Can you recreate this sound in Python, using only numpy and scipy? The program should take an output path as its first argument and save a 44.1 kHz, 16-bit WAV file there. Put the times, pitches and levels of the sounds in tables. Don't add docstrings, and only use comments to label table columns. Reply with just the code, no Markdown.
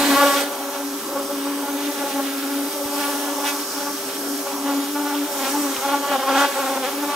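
import sys
import numpy as np
from scipy import signal
from scipy.fft import rfft, irfft, next_fast_len
from scipy.io import wavfile
from scipy.ndimage import uniform_filter1d, map_coordinates

SR = 44100
rng = np.random.default_rng(int(sys.argv[2]) if len(sys.argv) > 2 else 0)


def bounce(signal):
    frames = np.transpose(np.atleast_2d(signal))
    limited = np.clip(frames, -1, 1)
    pcm = np.round(limited * 32767).astype(np.int16)
    wavfile.write(sys.argv[1], SR, pcm)


N = 315315

# time in seconds, rotation rate in Hz.
ROTOR_SPEED = [(0, 282.5), (1.3, 280.4), (1.85, 286.2), (2.35, 275.8), (2.7, 286.6), (4.0, 285.1),
               (4.82, 280), (4.94, 289.3), (5.302, 288.5), (5.461, 268), (5.58, 294), (5.78, 264.7),
               (5.95, 283.9), (6.1, 282.7), (6.161, 270.4), (6.32, 266.2), (6.419, 284.2), (6.66, 272),
               (6.861, 265), (6.96, 287.6)]
# time in seconds, ring level in dB, roar level in dB.
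FRAME_LEVELS = [(0, -56, -24.5), (0.12, -29, -23), (0.18, -17, -30), (0.26, -26, -32), (0.3, -30, -40),
                (0.34, -26, -37), (0.44, -65, -27.5), (0.46, -60, -72)]
# start in seconds, length in seconds, level in dB.
DRONE_SWELLS = [(-0.06, 0.21, -22.5), (0.05, 0.11, -18), (0.186, 0.12, -23), (0.308, 0.19, -29),
                (0.584, .12, -33), (0.765, 0.23, -28.5), (1.058, 0.22, -31), (1.306, .36, -27),
                (1.677, 0.24, -26), (1.923, 0.18, -33), (2.128, 0.19, -25.5), (2.3, 0.14, -27),
                (2.436, 0.25, -24), (2.733, 0.93, -30.5), (3.745, 0.23, -31), (4.13, .12, -37),
                (4.214, 0.22, -28.5), (4.477, 0.29, -31.5), (4.612, 0.24, -24.5), (4.852, 0.38, -26),
                (5.146, 0.12, -23), (5.354, 0.15, -32), (5.49, .25, -25), (5.845, 0.2, -29.5),
                (6.09, 0.075, -31), (6.27, 0.2, -25), (6.56, .34, -33), (6.912, 0.21, -29)]
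# time in seconds, then rasp, hiss and mist levels in dB.
SPRAY_LEVELS = [(0, -28.5, -28, -28.5), (0.24, -23, -27, -25), (0.41, -29, -27.5, -29),
                (0.46, -36, -37, -35), (1.0, -43, -36, -35), (1.55, -39.5, -36, -35.5),
                (2.0, -35.5, -35.5, -34), (2.8, -39, -34.5, -33), (3.03, -31.5, -32.5, -31.5),
                (3.35, -37.5, -32.5, -32.5), (3.8, -39.5, -31.5, -33.5), (4.3, -40, -34, -34),
                (5.24, -37.5, -35, -35), (5.36, -35.5, -32, -32), (5.53, -34, -30, -30.5),
                (5.85, -34, -33, -33.5), (6.2, -34.5, -35, -34), (6.5, -34, -34, -34),
                (6.88, -32, -34.5, -34), (6.96, -36.5, -36.5, -33.5), (7.15, -31.5, -35.5, -35)]
# frequency in Hz, level in dB.
PUMP_TONES = [(198, -59), (395.7, -38.7), (1187, -53), (1319.3, -47), (1583.2, -51.5), (1781.5, -58),
              (3977, -59), (6665, -58.5)]
# start in seconds, gain in dB.
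HANDLING_BUMPS = [(0.166, -26), (0.205, -41), (0.26, -36), (2.856, -23.5), (5.782, -30)]
# start in seconds, length in seconds, buzz in dB, second harmonic in dB.
RIDGE_HONKS = [(0.215, 0.049, -23, -30), (0.394, 0.055, -55, -30), (0.473, 0.35, -38, -38.5),
               (1.093, 0.15, -39.5, -34.5), (1.16, 0.016, -38, -34), (1.299, 0.027, -37, -30),
               (1.451, 0.03, -34, -38), (1.634, .06, -31.5, -37), (1.875, 0.043, -38, -36),
               (1.959, 0.17, -32.5, -35.5), (2.164, 0.042, -31, -34), (2.523, 0.027, -37, -38),
               (2.765, 0.071, -54, -28), (2.95, 0.34, -33.5, -38), (3.298, 0.11, -36.5, -37),
               (3.44, .13, -33.5, -47), (3.77, 0.126, -32, -35.5), (4.454, .06, -36, -33),
               (4.667, 0.064, -24, -29.5), (4.957, .2, -30, -37), (5.276, .08, -43, -34),
               (5.39, 0.1, -30.5, -38), (5.54, .18, -38, -55), (5.824, .06, -27.5, -45),
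               (5.895, 0.074, -23, -33), (6.03, 0.067, -28.5, -36), (6.116, 0.044, -21, -27),
               (6.198, 0.053, -26, -31), (6.275, .18, -20.5, -27), (6.567, .21, -27, -29.5),
               (6.83, 0.051, -30, -31), (7.029, 0.16, -30.5, -38)]
# centre in seconds, half length in seconds, level in dB.
EDGE_CATCHES = [(0.743, 0.032, -41), (2.194, 0.018, -55), (3.482, 0.032, -27), (5.455, 0.041, -34.5),
                (6.403, 0.056, -26.5), (6.851, .015, -35)]

# frequency in Hz, relative level in dB.
RING_SPECTRUM = [(600, -25), (850, -10), (1130, 0), (1410, -12), (1700, -12), (2300, -24)]
ROAR_SPECTRUM = [(40, -28), (130, -14), (250, 5.5), (420, 8), (800, 8.5), (1500, 4), (3000, -2), (4500, 3),
                 (6000, -29), (9000, 0), (12000, -22), (16000, -25)]
SLAP_SPECTRUM = [(560, -35), (830, 0), (1120, -3.5), (1400, -7), (1700, -15), (2000, -20), (2800, -25),
                 (4000, -34)]
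SPLASH_SPECTRUM = [(100, -60), (300, -3.5), (450, -7), (600, -2), (850, 15), (1150, -2.5), (1450, 6),
                   (1900, -8), (3000, -18), (6000, -50)]
RASP_SPECTRUM = [(900, -40), (1600, -4.5), (2200, -6), (3100, -1.5), (3800, -3.5), (4400, -7),
                 (6000, -12.5), (10000, -38)]
EDGE_SPECTRUM = [(1100, -30), (1400, 0), (1700, 2), (2000, 1), (2300, 0), (2800, -2), (3500, -6),
                 (4300, -10)]
HISS_SPECTRUM = [(2500, -30), (4200, -4.5), (5200, 1), (6200, 1.5), (7200, -1), (8400, 1.5), (9700, -4.5),
                 (13000, -31)]
MIST_SPECTRUM = [(6000, -42), (8500, -4.5), (9800, 2), (11000, 3.5), (13000, 3.5), (14500, 4), (15700, -2),
                 (17000, -40)]
SHOP_SPECTRUM = [(25, -34), (70, -52), (120, -16.5), (175, -12.5), (230, 0), (320, 2), (450, 0), (700, 0.5),
                 (1000, 1.5), (1400, -4), (1900, -12.5), (4000, -11), (12000, -50)]

# frequency in Hz, time to decay by 60 dB in seconds.
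REVERB_TIMES = [(200, 0.72), (2000, 0.48), (10000, 0.052)]
# frequency in Hz, correlation coefficient.
COHERENCE = [(60, .92), (200, .97), (640, .97), (1410, .86), (2300, .6), (4000, .45), (6500, .47),
             (9500, .58), (15000, .43)]
# frequency in Hz, level of left over right in dB.
LEVEL_DIFFERENCE = [(60, -1), (200, 1.5), (380, 2), (700, 0.5), (1290, 1.5), (2380, -2.5), (4400, -2),
                    (6000, 0.7), (9500, -1.5), (15000, -2)]
# frequency in Hz, lead of the left in radians.
PHASE_DIFFERENCE = [(1200, 0), (2000, -1.14), (2700, 1.38), (3900, -1.5), (4750, -1), (5500, 1),
                    (7200, -1.5), (9100, -2), (9900, -2.5), (10900, -1.4), (12700, -1.4), (14000, -3),
                    (15300, -12.5)]

SWELL_ARCH, PANEL_RISE_S = 0.25, 0.022
STRAY_DB = -42
FLAT_BUZZ_DB, FLAT_OCTAVE_DB = -1.5, -2.5
HONK_ATTACK_S, HONK_RELEASE_S = 0.013, 0.016
HONK_RASP_DB = -13.5
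CATCH_HISS_DB, CATCH_MIST_DB = -2, -6
CATCH_PITCHED = .7
DROP_S, DROP_DB, DROP_DECAY_S = 5.765, -19, .0015
TOP_HZ = 15750


def amp(db):
    return 10 ** (np.asarray(db) / 20)


def unit(x):
    return x / np.sqrt(np.mean(np.abs(x) ** 2) + 1e-20)


def along(points, hz):
    knot_hz, values = np.transpose(points)
    return np.interp(np.log(hz + 1), np.log(knot_hz + 1), values)


def curves(rows):
    times, *columns = np.transpose(rows)
    return [np.interp(np.arange(N) / SR, times, column) for column in columns]


def wobble(rate):
    knots = rng.standard_normal(4096)
    grid = np.arange(0, N + 32, 32)
    return np.interp(np.arange(N), grid, map_coordinates(knots, [grid * rate / SR], mode="wrap"))


def filtered(x, response):
    size = next_fast_len(N + SR // 4)
    return irfft(rfft(x, size) * response(np.fft.rfftfreq(size, 1 / SR)), size)[..., :N]


def blend(first, second, share):
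    return np.sqrt(1 - share) * first + np.sqrt(share) * second


def rush(spectrum, patchy_db, gate=1):
    def mid_and_side(hz):
        turn = np.arccos(np.clip(along(COHERENCE, hz), -1, 1)) / 2
        return amp(along(spectrum, hz)) * np.array([np.cos(turn), np.sin(turn)])

    white = signal.stft(rng.standard_normal((2, N)), nperseg=512)[2]
    patches = uniform_filter1d(rng.standard_normal(white.shape[1:]), size=5, axis=0)
    patches = np.clip(unit(uniform_filter1d(patches, size=50, axis=1)), -2, 2)
    pair = signal.istft(white * amp(patchy_db * patches), nperseg=512)[1][:, :N] * gate
    mid, side = filtered(pair, mid_and_side)
    return unit(np.array([mid + side, mid - side]))


def drifting(x, delay_s, drift_s, rate):
    n = np.arange(N)
    return np.array([np.interp(n - SR * (delay_s + drift_s * wobble(rate)), n, side) for side in x])


def rotor_angle(jitter, stumble):
    hz, = curves(ROTOR_SPEED)
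    sag = np.clip(1 - hz / np.percentile(hz, 75), 0, 1)
    return 2 * np.pi * np.cumsum(hz * (1 + (jitter + stumble * sag) * wobble(90))) / SR


def once_a_turn(angle, depth_db):
    return unit(amp(depth_db * np.cos(angle)))


def overtones(angle, spectrum, scatter, rate, below):
    mean_hz = np.mean(np.array(ROTOR_SPEED)[:, 1])
    out = np.zeros(N)
    for k in range(2, below):
        gain = amp(along(spectrum, k * mean_hz)) * np.exp(scatter * wobble(rate) / 2)
        dispersion = k * k * np.pi / 7 + .9 * wobble(11)
        out += gain * np.cos(k * angle + dispersion + scatter * wobble(rate))
    return unit(out)


def hollow_frame(angle):
    ring_db, roar_db = curves(FRAME_LEVELS)
    ring = overtones(angle, RING_SPECTRUM, scatter=.6, rate=60, below=9)
    return amp(ring_db) * ring + amp(roar_db) * rush(ROAR_SPECTRUM, patchy_db=1.5)


def panel_drone(angle):
    t = np.arange(N) / SR
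    gain = np.zeros(N)
    for start, length, db in DRONE_SWELLS:
        arch = np.sin(np.pi * np.clip((t - start) / length, 0, 1))
        gain = np.maximum(gain, amp(db) * np.abs(arch) ** SWELL_ARCH)
    gain = uniform_filter1d(gain, size=int(PANEL_RISE_S * SR) + 1)
    rocking = amp(1.3 * wobble(32)) * unit(np.cos(angle + 0.11 * wobble(70)))
    stray = unit(wobble(55) * np.cos(angle) + wobble(55) * np.sin(angle))
    return gain * rocking + amp(STRAY_DB) * stray


def panel_buzz(angle, honk, octave_honk):
    rasp_db = curves(SPRAY_LEVELS)[0]
    level = np.hypot(honk, amp(rasp_db + FLAT_BUZZ_DB + 1.2 * wobble(18)))
    octave_level = np.hypot(octave_honk, amp(rasp_db + FLAT_OCTAVE_DB + 2.4 * wobble(20)))
    strike = angle + .095 * wobble(110)
    octave = overtones(strike, [(560, 0)], scatter=.62, rate=65, below=3)
    bright = overtones(strike, SLAP_SPECTRUM, scatter=.52, rate=55, below=11)
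    splash = rush(SPLASH_SPECTRUM, patchy_db=2.5, gate=once_a_turn(strike, depth_db=4.5))
    splash_share = np.interp(level, amp([-38, -30]), [.4, .2])
    flutter = amp(1.7 * wobble(55) + .6 * wobble(150))
    return flutter * (octave_level * octave + level * blend(bright, splash, splash_share))


def spray(angle, honk, caught):
    rasp_db, hiss_db, mist_db = curves(SPRAY_LEVELS)
    coarse = np.hypot(amp(rasp_db + 1.4 * wobble(16)), amp(HONK_RASP_DB) * honk)
    pitched_share = np.interp(coarse, amp([-40, -33]), [.07, .22])
    drops = rush(RASP_SPECTRUM, patchy_db=1.1, gate=once_a_turn(angle, depth_db=2.5))
    slaps = overtones(angle, EDGE_SPECTRUM, scatter=.7, rate=35, below=15)
    rasp = coarse * amp(1.03 * wobble(30)) * blend(drops, slaps, pitched_share)
    edge = caught * blend(drops, slaps, CATCH_PITCHED)
    hiss = rush(HISS_SPECTRUM, patchy_db=1.5, gate=once_a_turn(angle, depth_db=1.3))
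    hiss *= np.hypot(amp(hiss_db), amp(CATCH_HISS_DB) * caught)
    mist = rush(MIST_SPECTRUM, patchy_db=1.2, gate=once_a_turn(angle, depth_db=1.4))
    mist *= np.hypot(amp(mist_db), amp(CATCH_MIST_DB) * caught)
    billow = amp(0.45 * wobble(28) + 0.4 * wobble(7))
    return rasp + edge + billow * panel_reflection(hiss + mist, echo=0.17)


def panel_reflection(x, echo):
    return (x + echo * drifting(x, delay_s=.0013, drift_s=.00003, rate=1.51)) / np.hypot(1, echo)


def motor_and_pump():
    clock = np.arange(N) / SR + .00006 * wobble(3.5)
    tones = sum(amp(db + wobble(4.4)) * unit(np.sin(2 * np.pi * hz * clock)) for hz, db in PUMP_TONES)
    return tones + amp(-35) * rush(SHOP_SPECTRUM, patchy_db=3.0)


def workshop_reverb(x):
    hz, t, noise = signal.stft(rng.standard_normal((2, SR // 2)), SR, nperseg=256)
    decay = amp(-60 * t / along(REVERB_TIMES, hz)[:, None])
    mid, side = signal.istft(noise * decay, SR, nperseg=256)[1]
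    tail = np.array([mid + .3 * side, mid - .3 * side]) / np.linalg.norm(mid)
    return signal.fftconvolve(x, tail, axes=1)[:, :N]


def handling_bumps():
    t = np.arange(N) / SR
    out = np.zeros(N)
    for start, db in HANDLING_BUMPS:
        age = np.maximum(t - start, 0) / 0.0011
        out += amp(db) * 2 * age * (1 - age / 2) * np.exp(-age)
    return out


def ridge_honks():
    t = np.arange(N) / SR
    buzz_gain, octave_gain = np.zeros(N), np.zeros(N)
    for start, length, buzz_db, octave_db in RIDGE_HONKS:
        end = start + length
        shape = np.interp(t, [start - HONK_ATTACK_S, start, end, end + HONK_RELEASE_S], [0, 1, 1, 0])
        buzz_gain += amp(buzz_db) * shape
        octave_gain += amp(octave_db) * shape
    return buzz_gain, octave_gain


def edge_catches():
    t = np.arange(N) / SR
    return sum(amp(db) * np.exp(-((t - centre) / width) ** 2) for centre, width, db in EDGE_CATCHES)


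def fat_drop():
    age = np.arange(N) / SR - DROP_S
    envelope = amp(DROP_DB) * (age >= 0) * np.exp(-np.abs(age) / DROP_DECAY_S)
    return envelope * rush(RASP_SPECTRUM, patchy_db=-3)


def stereo_response(hz):
    half = np.array([[.5], [-.5]])
    return amp(half * along(LEVEL_DIFFERENCE, hz)) * np.exp(1j * half * along(PHASE_DIFFERENCE, hz))


def scene():
    angle = rotor_angle(jitter=.008, stumble=.25)
    impact = angle + .12 * wobble(32)
    honk, octave_honk = ridge_honks()
    steel = panel_buzz(impact, honk, octave_honk) + hollow_frame(impact)
    toward_walls = drifting([steel.mean(axis=0)], delay_s=.004, drift_s=.0005, rate=3)
    reverb = amp(-14) * workshop_reverb(toward_walls)
    mix = steel + reverb + panel_drone(angle) + spray(impact, honk, edge_catches())
    mix = mix + motor_and_pump() + handling_bumps() + fat_drop()
    return filtered(mix, stereo_response)


def record(dry):
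    return filtered(dry, lambda hz: hz < TOP_HZ)


dry = scene()
out = record(dry)
bounce(out)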